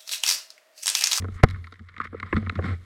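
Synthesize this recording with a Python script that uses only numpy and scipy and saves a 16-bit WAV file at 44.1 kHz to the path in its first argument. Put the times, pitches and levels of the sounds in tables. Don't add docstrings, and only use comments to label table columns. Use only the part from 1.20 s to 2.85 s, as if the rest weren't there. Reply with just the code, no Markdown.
import sys
import numpy as np
from scipy import signal
from scipy.io import wavfile
from scipy.ndimage import uniform_filter1d

SR = 44100
rng = np.random.default_rng(int(sys.argv[2]) if len(sys.argv) > 2 else 0)


def wrap_up_sound(samples):
    columns = np.atleast_2d(samples).T
    tamed = np.clip(columns, -1, 1)
    steps = np.round(tamed * 32767).astype(np.int16)
    wavfile.write(sys.argv[1], SR, steps)


N = 72765
T = np.arange(N) / SR

# frequency in Hz, bandwidth in Hz, relative level in dB.
DECK_MODES = [(141.6, 59, -1), (220.5, 32.6, 3), (318.6, 78, -10.5), (452.5, 99.4, -10), (755, 80, -17.5),
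              (1063, 105, 1.5), (1259, 153, 5.5), (1425, 283, 2), (1778, 318, 1), (2139, 227, 4),
              (2740, 1050, 15.5), (3740, 1055, 20), (5570, 540, -1.5), (7300, 230, -13.5),
              (11800, 990, -10.5)]
# start in seconds, then level in dB and centre in Hz for the thud, the clack and the tick
# in turn, then decay time of the force in seconds.
KNOCKS_AND_CLICKS = [(0.0211, -35, 330, -45, 1360, -56.5, 2300, 0.0024),
                     (0.0424, -33.5, 350, -39, 1296, -59.5, 2540, 0.002),
                     (0.049, -36, 346, -42.5, 1200, -81, 2600, 0.0025),
                     (0.0828, -34, 314, -44, 1460, -67, 2600, .003),
                     (.2300, -21.5, 403, -18.5, 1200, -45, 6100, 0.0053),
                     (.2350, -8, 666, -15.5, 1600, -30, 9500, 0.0012),
                     (0.2381, -16.5, 450, -29, 1760, -45, 5600, 0.0031),
                     (0.242, -47, 450, -25, 1550, -37, 5000, 0.00094),
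                     (0.2864, -42, 180, -43.5, 2000, -47.5, 5500, 0.0024),
                     (0.3005, -60, 180, -46, 1610, -48, 7700, .002),
                     (0.3081, -52, 180, -43.5, 2030, -48.5, 7700, 0.0023),
                     (.3430, -48.5, 200, -43.5, 1870, -79, 3500, 0.0033),
                     (.3580, -48.5, 202, -46.5, 1290, -65, 3500, 0.0035),
                     (.4410, -66, 220, -43, 2070, -57, 4200, 0.0045),
                     (0.469, -58.5, 280, -43, 1310, -56, 4240, 0.0034),
                     (0.522, -48, 395, -43.5, 1350, -52, 3300, 0.0037),
                     (0.5393, -63, 350, -51.5, 2040, -61.5, 5000, 0.0025),
                     (0.5556, -68, 344, -54, 2020, -68, 4210, 0.0018),
                     (.5920, -76, 250, -49, 1810, -63, 3340, 0.003),
                     (.6050, -46, 220, -64, 1310, -80, 3300, .003),
                     (.6860, -63.5, 403, -45.5, 1640, -56, 3400, 0.0064),
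                     (.7400, -65, 450, -48.5, 1900, -67, 3800, 0.0031),
                     (0.764, -65, 398, -38.5, 1540, -61, 3930, 0.0026),
                     (.7800, -47, 269, -41, 2260, -50.5, 3200, 0.0019),
                     (0.8, -36.5, 324, -23, 1150, -56, 3000, 0.0018),
                     (0.8073, -43, 200, -34, 1310, -65, 4500, 0.0017),
                     (.8140, -52, 282, -32, 1620, -53.5, 4800, 0.0037),
                     (0.83, -49, 200, -39.5, 1290, -67, 3800, 0.0058),
                     (0.8401, -53, 300, -36, 1680, -51.5, 5860, 0.01),
                     (0.8518, -44.5, 294, -37.5, 1710, -73, 5000, .002),
                     (0.8693, -65, 250, -41, 1820, -60, 3800, 0.0035),
                     (.9270, -35.5, 380, -45, 1220, -78, 3000, 0.0053),
                     (.9440, -30, 393, -42.5, 1070, -81, 3000, 0.0022),
                     (.9990, -50.5, 377, -35.5, 2100, -47.5, 3600, 0.0025),
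                     (1.0270, -38, 260, -28, 1260, -53, 3600, 0.0034),
                     (1.0601, -60, 320, -45.5, 1250, -59, 3400, 0.0075),
                     (1.1263, -20.5, 352, -21.5, 1458, -49, 2810, 0.0038),
                     (1.1415, -36.5, 260, -40.5, 1460, -58.5, 12100, 0.00041),
                     (1.155, -36, 198, -35.5, 1380, -55, 3200, .005),
                     (1.1639, -20.5, 229, -25.5, 1460, -41, 2550, 0.0041),
                     (1.1781, -29.5, 212, -39, 1640, -53.5, 3600, 0.0036),
                     (1.225, -37.5, 336, -46.5, 1800, -72, 3300, 0.005),
                     (1.2630, -41, 260, -40.5, 1960, -62, 3000, 0.0023),
                     (1.2687, -34, 272, -36, 1560, -67, 3000, 0.0014),
                     (1.2952, -39.5, 480, -25.5, 2460, -37.5, 2880, 0.0016),
                     (1.3210, -34, 260, -51, 1280, -79, 3000, 0.0035),
                     (1.3536, -29, 186, -35.5, 1320, -48.5, 3140, 0.0046),
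                     (1.372, -35, 210, -46.5, 2160, -64, 3300, 0.0058),
                     (1.3886, -24.5, 487, -33.5, 1120, -66, 3300, .003),
                     (1.423, -58, 250, -40.5, 1530, -69, 3300, 0.0016),
                     (1.4390, -25.5, 220, -31, 1520, -53, 4200, 0.006),
                     (1.4830, -32.5, 274, -37.5, 1620, -67, 4200, 0.0052)]
# start in seconds, initial level in dB.
HARD_HITS = [(1.129, -26), (1.166, -23), (1.392, -32)]
# time in seconds, then rumble, scrape and hiss in dB before their trims.
EDGE_LEVELS = [(0, -40.5, -53, -79), (.10, -48, -59.5, -66), (.17, -62, -49, -64),
               (.205, -45.5, -40.5, -61), (.225, -78, -59.5, -78), (.27, -42.5, -46, -62),
               (.37, -61, -52.5, -65.5), (.43, -57, -62, -70), (.57, -73, -60, -72.5),
               (.61, -46.5, -66.5, -77), (.66, -76, -60, -77), (.78, -59.5, -55, -71),
               (.90, -65, -62.5, -76), (.98, -49, -45.5, -68.5), (1.015, -55, -57.5, -72),
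               (1.06, -46, -46, -64.5), (1.12, -68.5, -47, -63.5), (1.18, -33, -46.5, -61.5),
               (1.23, -48, -49.5, -62.5), (1.335, -48, -50.5, -65.5), (1.40, -37, -53, -68.5),
               (1.455, -32.5, -34.5, -48), (1.53, -38, -39, -55), (1.58, -59.5, -61, -71),
               (1.65, -60, -58.5, -66)]
# time in seconds, level in dB.
BEND_LEVELS = [(0, -31), (.05, -28.5), (.15, -39.5), (.225, -48), (.28, -31.5), (.41, -36.5), (.46, -43.5),
               (.59, -59), (.612, -40.5), (.74, -57.5), (.83, -51.5), (.95, -44.5), (1.02, -46),
               (1.05, -37), (1.12, -53), (1.15, -24), (1.23, -33.5), (1.30, -28), (1.338, -52.5),
               (1.39, -24), (1.44, -35.5), (1.525, -23), (1.58, -37.5), (1.65, -54)]
# time in seconds, level in dB.
SHEEN_LEVELS = [(0, -106), (1.05, -89), (1.17, -72.5), (1.22, -91), (1.42, -99), (1.445, -68.5),
                (1.53, -75), (1.58, -92)]
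# time in seconds, level in dB.
WIND_LEVELS = [(0, -78), (.08, -47), (.16, -38), (.21, -60), (.26, -37.5), (.36, -38.5), (.48, -71),
               (.9, -54), (1.07, -60), (1.17, -26), (1.25, -59.5), (1.44, -44), (1.65, -54)]
# time in seconds, level in dB.
SPRAY_LEVELS = [(0, -64), (.09, -77.5), (.15, -65), (.17, -65.5), (.20, -80), (.33, -74.5), (.45, -80.5),
                (.9, -87), (1.4, -74), (1.65, -75)]
# time in seconds, level in dB.
CRYSTAL_LEVELS = [(0, -83), (.23, -89), (.28, -73), (.40, -81), (.58, -82), (.9, -80.5), (1.65, -75)]
# time in seconds, level in dB.
POWDER_LEVELS = [(0, -80), (.15, -87), (.22, -87), (.30, -83.5), (.48, -82), (.62, -99), (1.0, -88),
                 (1.2, -90), (1.38, -88), (1.48, -91), (1.65, -79)]

THUD_BAND_HZ, CLACK_BAND_HZ = (92, 970), (890, 2170)
TICK_BAND_HZ, HISS_BAND_HZ = (2400, 15000), (2400, 12500)
THUD_OCTAVES, CLACK_OCTAVES, TICK_OCTAVES = 0.56, 0.55, 0.71


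def knocks(rough_db=3.5, click_s=.0006, click_force=2.7, rise_share=0.39):
    length_s, level_s = .08, .007
    out = np.zeros(N + SR)
    t = np.arange(int(length_s * SR)) / SR
    for start_s, thud_db, thud_hz, clack_db, clack_hz, tick_db, tick_hz, decay_s in KNOCKS_AND_CLICKS:
        grains, sizes = rng.standard_normal((2, SR))[:, :len(t)]
        envelope = (1 - np.exp(-t / (rise_share * decay_s))) * np.exp(-t / decay_s)
        force = rms_one(grains * from_db(rough_db * sizes)) * envelope
        force[int(click_s * SR)] += click_force
        tick_top_hz = min(2.06 * tick_hz, SR / 2 - 1)
        softened = signal.sosfilt(signal.butter(2, tick_top_hz, fs=SR, output="sos"), force)
        thud = deck(force, THUD_BAND_HZ, thud_hz, THUD_OCTAVES)
        clack = deck(force, CLACK_BAND_HZ, clack_hz, CLACK_OCTAVES)
        tick = deck(softened, TICK_BAND_HZ, tick_hz, TICK_OCTAVES)
        start = int(start_s * SR)
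        for db, part in (thud_db, thud), (clack_db, clack), (tick_db, tick):
            out[start:start + len(t)] += from_db(db) * rms_one(part) * np.sqrt(level_s / length_s)
    return out[:N]


def slam(start_s=.2366, db=8.6, hz=123, t60_s=0.023):
    return damped_sine(start_s, db, hz, t60_s)


def jolts(hz=216.4, t60_s=.17):
    return sum(damped_sine(start_s, db, hz, t60_s) for start_s, db in HARD_HITS)


def bending(hz=89.8, wander=.035, flutter_db=1.3):
    pitch_hz = hz * (1 + wander * drift(rate_hz=14.4))
    hum = np.sqrt(2) * np.sin(2 * np.pi * np.cumsum(pitch_hz) / SR)
    flutter = from_db(flutter_db * drift(rate_hz=36))
    return gains(BEND_LEVELS)[0] * hum * flutter


def edge(grains_per_s=3100, spread_db=2.5, powder_gain=0.74):
    sizes = from_db(spread_db * np.minimum(rng.exponential(1, N), 5))
    signs = rng.choice([-1, 1], N)
    breaks = rng.random(N) < grains_per_s / SR
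    force = rms_one(sizes * signs * breaks) + powder_gain * rng.standard_normal(N)
    rumble_gain, scrape_gain, hiss_gain = gains(EDGE_LEVELS)
    rumble = rumble_gain * evened(deck(force, THUD_BAND_HZ), samples=1300)
    scrape = scrape_gain * evened(deck(force, CLACK_BAND_HZ), samples=1500)
    hiss = hiss_gain * evened(deck(force, HISS_BAND_HZ), samples=1500)
    return from_db(-1.5) * rumble + from_db(-3.5) * scrape + from_db(-2.5) * hiss


def sheen(hz=7770, width_hz=400):
    hiss = resonance(rng.standard_normal(N), hz, width_hz)
    narrowed = resonance(hiss, hz, width_hz)
    return gains(SHEEN_LEVELS)[0] * rms_one(narrowed)


def wind(band_hz=(13, 84)):
    pressure = band(rng.standard_normal(2 * N), *band_hz)[N:]
    return gains(WIND_LEVELS)[0] * evened(pressure, samples=3000)


def spray(band_hz=(4800, 8330), rough_db=3.5):
    impacts = rng.standard_normal(N) * from_db(rough_db * drift(rate_hz=300))
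    fizz = band(impacts, *band_hz, order=1)
    return gains(SPRAY_LEVELS)[0] * rms_one(band(fizz, *HISS_BAND_HZ))


def crystals(per_s=130, spread_db=4, centre_hz=8880):
    sizes = from_db(spread_db * np.minimum(rng.exponential(1, N), 4))
    landings = rng.random(N) < per_s / SR
    ticks = deck(sizes * landings + 1e-18, HISS_BAND_HZ, centre_hz, TICK_OCTAVES)
    return gains(CRYSTAL_LEVELS)[0] * rms_one(ticks)


def powder(band_hz=(9000, 12000), rough_db=5.5):
    grains = rng.standard_normal(N) * from_db(rough_db * drift(rate_hz=400))
    return gains(POWDER_LEVELS)[0] * rms_one(band(grains, *band_hz))


def deck(force, band_hz, centre_hz=1000, octaves=np.inf):
    out = 0
    for k, (hz, width_hz, db) in enumerate(DECK_MODES):
        if band_hz[0] < hz < band_hz[1]:
            weight = np.exp(-.5 * (np.log2(hz / centre_hz) / octaves) ** 2)
            out = out + (-1) ** k * weight * from_db(db) * resonance(force, hz, width_hz)
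    return band(out, *band_hz)


def resonance(x, hz, width_hz):
    r = np.exp(-np.pi * width_hz / SR)
    numerator = np.array([1, 0, -1]) * (1 - r * r) / 2
    return signal.lfilter(numerator, [1, -2 * r * np.cos(2 * np.pi * hz / SR), r * r], x)


def damped_sine(start_s, db, hz, t60_s):
    t = np.maximum(T - start_s, 0)
    return from_db(db - 60 * t / t60_s) * np.sin(2 * np.pi * hz * t)


def band(x, low_hz, high_hz, order=2):
    return signal.sosfilt(signal.butter(order, [low_hz, high_hz], "band", fs=SR, output="sos"), x)


def drift(rate_hz):
    r = np.exp(-2 * np.pi * rate_hz / SR)
    return rms_one(signal.lfilter([1], [1, -2 * r, r * r], rng.standard_normal(2 * N))[N:])


def evened(x, samples):
    return x / np.sqrt(np.abs(uniform_filter1d(x * x, samples)) + 1e-20)


def gains(rows):
    times, *columns = np.transpose(rows)
    return [from_db(np.interp(T, times, levels)) for levels in columns]


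def rms_one(x):
    return x / np.sqrt(np.mean(x ** 2) + 1e-20)


def from_db(db):
    return 10 ** (np.asarray(db) / 20)


def scene():
    board = knocks() + jolts() + bending() + edge() + sheen()
    return (board + slam() + spray() + powder() + crystals() + wind())[None]


def record(dry, low_cut_hz=23, high_cut_hz=16800):
    low_cut = signal.butter(1, low_cut_hz, "high", fs=SR, output="sos")
    high_cut = signal.cheby2(12, 60, high_cut_hz, fs=SR, output="sos")
    overloaded = np.clip(signal.sosfilt(low_cut, dry), -1, 1)
    return signal.sosfilt(high_cut, overloaded)


dry = scene()
out = record(dry)
wrap_up_sound(out)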